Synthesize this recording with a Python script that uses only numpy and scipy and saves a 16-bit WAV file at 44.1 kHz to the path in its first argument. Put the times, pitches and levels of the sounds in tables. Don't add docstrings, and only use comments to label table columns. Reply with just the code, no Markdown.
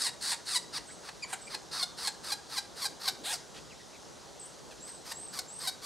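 import sys
import numpy as np
from scipy import signal
from scipy.fft import rfft, irfft, next_fast_len
from scipy.io import wavfile
from scipy.ndimage import uniform_filter1d, map_coordinates

SR = 44100
rng = np.random.default_rng(int(sys.argv[2]) if len(sys.argv) > 2 else 0)


def transcribe(signal):
    frames = np.atleast_2d(signal).T
    limited = np.clip(frames, -1, 1)
    pcm = np.round(limited * 32767).astype(np.int16)
    wavfile.write(sys.argv[1], SR, pcm)


N = 257984
BAND_LIMIT_HZ, USUAL_CALL_HZ = 15750, 847

# start_s, break_s, yelp_length_s, rasp_db, rasp_swell_db, yelp_db, yelp_pitch_hz,
# yelp_roughness (0-1), top_formant_db, yelp_low_formant_db, yelp_main_formant_ratio.
BEGGING_CALLS = [(-.014, .065, 0.033, -34, -2, -37.5, 958, 0.4, -3.5, -3.5, .96),
                 (0.201, .318, .032, -36.5, 1.5, -36.5, 930, 0.55, -3.5, -4, 0.94),
                 (.447, 0.556, 0.027, -37.5, 6, -29.5, 979, 0.08, -3.5, -9, 0.97),
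                 (.718, .776, .016, -39, 4, -45, 952, 0.37, -9, -1, 1.2),
                 (1.011, 1.087, 0.015, -51.5, 6, -51.5, 843, .6, -7.5, 5, 0.82),
                 (1.266, 1.328, .021, -49, 5, -45.5, 801, 0.45, 5, -4, 0.93),
                 (1.482, 1.545, 0.014, -46.5, 7, -37.5, 848, 0.47, -9, -4.5, 1.03),
                 (1.705, 1.826, 0.02, -38.5, 2.5, -30, 726, .02, -9, -12.5, 0.93),
                 (1.961, 2.072, 0.021, -41, 6, -33, 817, 0.39, -5.5, -6, 0.97),
                 (2.221, 2.319, 0.024, -42.5, 6, -33, 806, 0.13, -5.5, -6.5, 0.98),
                 (2.48, 2.577, .022, -43.5, 9.5, -33.5, 811, 0.2, -7, -6.5, 1),
                 (2.747, 2.852, 0.022, -42.5, 11.5, -33.5, 797, 0.09, -5, -7.5, 1),
                 (2.987, 3.077, 0.0232, -42.5, 9.5, -30, 780, 0.27, -8, -7.5, 0.97),
                 (4.853, 4.889, 0.015, -52.5, -3, -60, 824, 0.65, -5, -3, .96),
                 (5.037, 5.116, 0.015, -48, 4.5, -41.5, 878, 0.53, -3.5, -2.5, 0.93),
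                 (5.312, 5.388, 0.014, -45.5, 2, -34.5, 745, 0.21, -4, -8.5, 1.01),
                 (5.58, 5.672, 0.028, -44, 4.5, -32.5, 767, .1, -5, -10, 0.98),
                 (5.806, 5.861, .02, -45, 7, -36, 800, .28, -5, -14, 0.99)]


def amp(db):
    return 10 ** (np.asarray(db) / 20)


def unit(x):
    return x / np.sqrt(np.mean(x ** 2) + 1e-20)


def along(points, hz):
    f, v = np.transpose(points)
    return np.interp(np.log(hz + 1), np.log(f + 1), v)


def wobble(n, rate):
    return map_coordinates(rng.standard_normal(int(n * rate / SR) + 4), [np.arange(n) * rate / SR])


def filtered(x, response):
    n = x.shape[-1]
    m = next_fast_len(n + 8192)
    return irfft(rfft(x, m) * response(np.fft.rfftfreq(m, 1 / SR)), m)[..., :n]


def formant(x, shape, size=1024):
    cepstrum = irfft(np.log(amp(along(shape, np.fft.rfftfreq(size, 1 / SR)))))
    cepstrum[1:size // 2] *= 2
    cepstrum[size // 2 + 1:] = 0
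    impulse = irfft(np.exp(rfft(cepstrum)))
    return unit(signal.fftconvolve(x, impulse)[:len(x)])


def progress(start, end):
    return np.linspace(0, 1, max(int((end - start) * SR), 64))


def gate(n, rise, fall):
    t = np.arange(n) / SR
    return np.sin(np.pi / 2 * np.clip(np.minimum(t / rise, t[::-1] / fall), 0, 1))


def add(track, s, sound):
    i = round(s * SR)
    sound, i = sound[max(-i, 0):], max(i, 0)
    track[i:i + len(sound)] += sound[:max(len(track) - i, 0)]


def syrinx(pitch, rough, jitter, shimmer_db, overtones=24):
    n, rough = len(pitch), np.clip(rough, 0, 1)
    phase = 2 * np.pi * np.cumsum(pitch * np.exp(jitter * rough * wobble(n, 699))) / SR
    k = np.arange(1, overtones + 1)[:, None]
    pulses = unit(np.sum(np.cos(k * phase) * (k * pitch < BAND_LIMIT_HZ), axis=0))
    air = unit(rng.standard_normal(n) * np.exp(0.58 * np.cos(phase)))
    shimmer = amp(shimmer_db * rough * wobble(n, 406))
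    return (np.sqrt(1 - rough) * pulses + np.sqrt(rough) * air) * shimmer


def throat(source, s, low_db, top_db, bill_ratio, call_hz=USUAL_CALL_HZ):
    # frequency_hz, gain_db
    low_shape = [(350, -62), (620, -12), (800, 1.5), (1250, -5.5), (1600, -0.5), (2000, -2.5), (2600, -2.5),
                 (3400, -10), (6000, -39)]
    main_shape = [(2200, -35.5), (3300, -21.5), (3800, -4), (4450, 1.5), (5150, -3.5), (5900, -10.5),
                  (6700, -21), (9000, -32.5)]
    top_shape = [(5000, -35), (6500, 0.5), (8400, 6), (9700, 2), (10900, -4.5), (13000, -15.5),
                 (15500, -41)]
    # time_s, main_formant_ratio, fizz_db
    gape = [(1.3, 0.97, 2), (3.08, 0.98, 13), (3.298, 0.98, 6), (5.1, 1.07, 12), (5.65, 0.97, 12)]
    times, ratios, fizzes = np.transpose(gape)
    lean_db = 0.0249 * (call_hz - USUAL_CALL_HZ)
    leaning = [(hz, db + lean_db * np.interp(hz, [1250, 1700], [-.5, .5])) for hz, db in low_shape]
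    low = formant(source, leaning)
    main = formant(source, np.array(main_shape) * [bill_ratio * np.interp(s, times, ratios), 1])
    top = formant(source, [(hz, db + np.interp(s, times, fizzes) * (hz > 11500)) for hz, db in top_shape])
    return main + amp(low_db + 1.8 * max(top_db, 0)) * low + amp(top_db) * top


def rasps(overlap_s=.017, slips_per_s=70, slip_depth=.15):
    # before_break_s, pitch_hz, roughness
    contour = [(-.015, 973, .28), (.022, 1167, 0.27), (.06, 1344, .7)]
    before_s, pitches, roughs = np.transpose(contour)
    colour = [(750, -6), (1100, -3), (1900, -1), (2400, -10.5), (3400, 0), (4400, 3)]
    out = np.zeros(N)
    for start, break_s, _, db, swell_db, _, call_hz, yelp_rough, top_db, _, _ in BEGGING_CALLS:
        u = progress(start, break_s + overlap_s * np.sqrt(np.clip(yelp_rough, 0, 1)))
        n = len(u)
        left_s = break_s - start - np.arange(n) / SR
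        rough = np.interp(left_s, before_s, roughs) + 0.346 * yelp_rough
        slip = np.cumsum(slips_per_s * np.exp(.5 * wobble(n, slips_per_s))) / SR % 1
        waver = 1 + slip_depth * rough * (.5 - slip) + .04 * wobble(n, 45)
        pitch = np.interp(left_s, before_s, pitches) * waver
        source = syrinx(pitch, rough, jitter=.12, shimmer_db=0.5) * amp(1.33 * wobble(n, 228))
        source = filtered(source, lambda hz: amp(along(colour, hz)))
        low_db = -9.5 + .5 * (-35 - db)
        wide, narrow = [throat(source, start, low_db, top_db, bill, call_hz) for bill in (1.025, 1.005)]
        voice = unit(wide + u ** 4 * (narrow - wide))
        level = amp(db + swell_db * np.interp(u, [.25, .86], [-.5, .5]))
        add(out, start, voice * level * gate(n, rise=0.031, fall=0.0065) ** 2)
    return out


def hush(mid_db=-51.5, patchy_db=1.02):
    # frequency_hz, relative_db
    spectrum = [(18, -31), (58, -5), (110, -8.5), (150, -1.5), (230, -5), (450, -1.5), (850, -5),
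                (1400, -10), (2400, -18), (4000, -11), (6300, -10.5), (9500, -19.5), (15500, -40.5)]
    # frequency_hz, correlation
    likeness = [(50, -0.49), (140, -0.25), (600, 0.42), (1500, 0.58), (5500, 1), (8000, 0.95),
                (12000, 0.61)]

    def mid_and_side(hz):
        angle = np.arccos(np.clip(along(likeness, hz), -1, 1)) / 2
        return amp(along(spectrum, hz)) * np.array([np.ones_like(hz), np.tan(angle)])

    noise = signal.stft(rng.standard_normal((2, N)), nperseg=512)[2]
    patches = uniform_filter1d(rng.standard_normal(noise.shape[1:]), size=6, axis=0)
    patches = uniform_filter1d(patches, size=14, axis=1)
    pair = signal.istft(noise * amp(patchy_db * unit(patches)), nperseg=512)[1][:, :N]
    mid, side = filtered(pair, mid_and_side)
    return amp(mid_db) * np.array([mid + side, mid - side]) / np.std(mid)


def trunk_echoes(x):
    # delay_s, gain_db
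    echoes = [(.012, -13), (0.026, -18.5), (0.069, -26)]
    bark = [(800, 2.5), (1600, 2.5), (4000, -4), (8000, 4.5), (14000, -62)]
    delays = lambda hz: sum(amp(db) * np.exp(-2j * np.pi * hz * s) for s, db in echoes)
    return filtered(x, lambda hz: amp(along(bark, hz)) * delays(hz))


def forest_scatter(x, width):
    # frequency_hz, t60_s
    decay = [(800, 0.55), (4000, 0.32), (8000, 0.29), (14000, 0.21)]
    hz, t, noise = signal.stft(rng.standard_normal((2, SR // 2)), SR, nperseg=256)
    tail = signal.istft(noise * amp(-60 * t / along(decay, hz)[:, None]), SR, nperseg=256)[1]
    mid, side = signal.fftconvolve(x[None], tail / np.linalg.norm(tail[0]), axes=1)[:, :N]
    return np.array([mid + width * side, mid - width * side])


def yelps():
    out = np.zeros(N)
    for _, start, length, _, _, db, hz, rough, top_db, low_db, bill_ratio in BEGGING_CALLS:
        u = progress(start, start + length)
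        pitch = hz * (1.015 - 0.0832 * u ** 2) * (1 + 0.011 * wobble(len(u), 615))
        source = syrinx(pitch, rough + 0.43 * u ** 3, jitter=0.0907, shimmer_db=-0.5)
        spread_db = 5 * (rough - .2)
        voice = throat(source, start, low_db, top_db + spread_db, bill_ratio, call_hz=hz)
        level = amp(db + np.interp(u, [0, .4, 1], [1.7, 3.3, -7]))
        add(out, start, voice * level * gate(len(u), rise=0.0021, fall=0.0012))
    return out


def hollow_ring(x, gain_db=-9.5, t60_s=0.35):
    # frequency_hz, gain_db
    cavity = [(3050, -36), (3650, -2), (3950, -5.5), (4700, -36)]
    t = np.arange(SR // 2) / SR
    tail = rng.standard_normal(len(t)) * amp(-60 * t / t60_s)
    ring = signal.fftconvolve(x, tail / np.linalg.norm(tail))[:N]
    return amp(gain_db) * filtered(ring, lambda hz: amp(along(cavity, hz)))


def whistles(notes, shape, quaver):
    out = np.zeros(N)
    s, hz, db = np.transpose(shape)
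    t = np.arange(0, s[-1], 1 / SR)
    for start, level_db in notes:
        pitch = np.interp(t, s, hz) * (1 + quaver * wobble(len(t), 217))
        tone = unit(np.sin(2 * np.pi * np.cumsum(pitch) / SR) * amp(2.4 * wobble(len(t), 209)))
        level = amp(level_db + np.interp(t, s, db))
        add(out, start, tone * level * gate(len(t), rise=0.0039, fall=0.011))
    return out


def songbird():
    # start_s, relative_db
    flicks = [(0.867, -54), (1.41, -53.5), (4.396, -49)]
    arches = [(4.805, -44.5), (5.138, -42), (5.478, -42)]
    # after_start_s, pitch_hz, gain_db
    flick_shape = [(0, 8420, 6.5), (0.031, 7500, -1), (.048, 8120, 5.5), (.062, 8800, 2), (.08, 9390, -8)]
    arch_shape = [(0, 7300, -6), (.065, 8280, -2.5), (.113, 8430, -1.5), (.136, 8280, -6),
                  (.152, 7810, -4.5), (.166, 7250, -13)]
    return whistles(arches, arch_shape, quaver=0.0033) + whistles(flicks, flick_shape, quaver=0.018)


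def peeps():
    # start_s, end_s, first_pitch_hz, last_pitch_hz, relative_db
    notes = [(.878, 0.915, 1440, 2370, -57), (1.221, 1.247, 2470, 2196, -42),
             (1.24, 1.253, 1090, 930, -46.5), (1.467, 1.487, 2350, 2310, -49),
             (3.696, 3.738, 2800, 1820, -59.5), (3.788, 3.822, 2030, 1725, -62),
             (3.926, 3.97, 2580, 2180, -61.5)]
    # relative_db, step_per_overtone_db
    richness = [(-50, -6), (-46, 1)]
    out = np.zeros(N)
    for start, end, first_hz, last_hz, db in notes:
        u = progress(start, end)
        scratch = np.interp(db, [-60, -46], [.09, .02]) * wobble(len(u), 1150)
        pitch = (first_hz + (last_hz - first_hz) * u ** 2.18) * (1 + scratch)
        phase = 2 * np.pi * np.cumsum(pitch) / SR
        step_db = np.interp(db, *np.transpose(richness))
        tone = sum(amp(k * step_db + colour_db) * np.sin((k + 1) * phase)
                   for k, colour_db in enumerate([-0.5, -2, -9, -19]))
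        add(out, start, tone * amp(db + 6.5) * gate(len(u), rise=0.018, fall=0.0047))
    return out


def scuff(start_s=3.09, length_s=.2, level_db=-55):
    # frequency_hz, gain_db
    bark = [(120, -26), (230, -6), (370, 3), (600, -4), (1200, -35)]
    out, n = np.zeros(N), int(length_s * SR)
    rub = formant(rng.standard_normal(n) * amp(2.6 * wobble(n, 38)), bark)
    add(out, start_s, amp(level_db) * rub * gate(n, rise=0.0091, fall=0.083))
    return out


def squawk():
    # time_s, pitch_hz, level_db, roughness
    contour = [(3.236, 439.4, -52, 0.25), (3.246, 533.5, -45.5, .1), (3.261, 664, -36.5, 0.09),
               (3.274, 778, -36.5, .3), (3.291, 836, -36.5, 0.63), (3.304, 815.4, -34, 0.2),
               (3.323, 969, -33.5, .45), (3.331, 727, -33, 0.4), (3.342, 692, -33, .55),
               (3.362, 650, -44, 0.8)]
    s, *columns = np.transpose(contour)
    t = np.arange(s[0], s[-1], 1 / SR)
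    pitch, db, rough = [np.interp(t, s, column) for column in columns]
    source = syrinx(pitch, rough, jitter=.09, shimmer_db=2.5)
    source = filtered(source, lambda hz: amp(along([(550, 10), (820, -1), (2300, -1), (4000, 5)], hz)))
    opening = np.linspace(0, 1, len(t)) ** 2.2
    narrow = throat(source, s[0], low_db=-5.5, top_db=-4.5, bill_ratio=0.85)
    wide = throat(source, s[-1], low_db=-10.5, top_db=-6.5, bill_ratio=1.07)
    out = np.zeros(N)
    add(out, s[0], ((1 - opening) * narrow + opening * wide) * amp(db))
    return out


def muffled_calls():
    # start_s, end_s, pitch_hz, relative_db, roughness
    calls = [(3.542, 3.596, 639, -54.5, 0.67), (4.707, 4.734, 830, -56, .12)]
    full_throat = [(600, -9.5), (1800, -5), (2700, -2), (5000, -7), (9000, -14), (14000, -33)]
    out = np.zeros(N)
    for start, end, hz, db, rough in calls:
        u = progress(start, end)
        source = syrinx(hz * (1 + 0.222 * (.5 - u)), rough, jitter=0.092, shimmer_db=2)
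        voice = formant(source, full_throat)
        add(out, start, voice * amp(db + 4) * gate(len(u), rise=0.0055, fall=0.0073))
    return out


def microphone_pair(x):
    side_db = [(800, -6.5), (2000, -21), (5000, -112), (8200, -13.5), (12000, -27)]
    side = filtered(x, lambda hz: 1j * amp(along(side_db, hz)))
    return np.array([x + side, x - side])


def scene():
    endings = amp(-0.8) * yelps()
    nest = amp(2.5) * rasps() + endings + squawk() + muffled_calls() + peeps()
    song = songbird()
    near = microphone_pair(nest) + trunk_echoes(nest) + hollow_ring(endings)
    near += amp(-13) * forest_scatter(nest, width=0.22)
    far = amp(-5) * song + amp(-4.5) * forest_scatter(song, width=0.51)
    return near + far + scuff() + hush()


def record(dry):
    return filtered(dry, lambda hz: hz < BAND_LIMIT_HZ)


dry = scene()
out = record(dry)
transcribe(out)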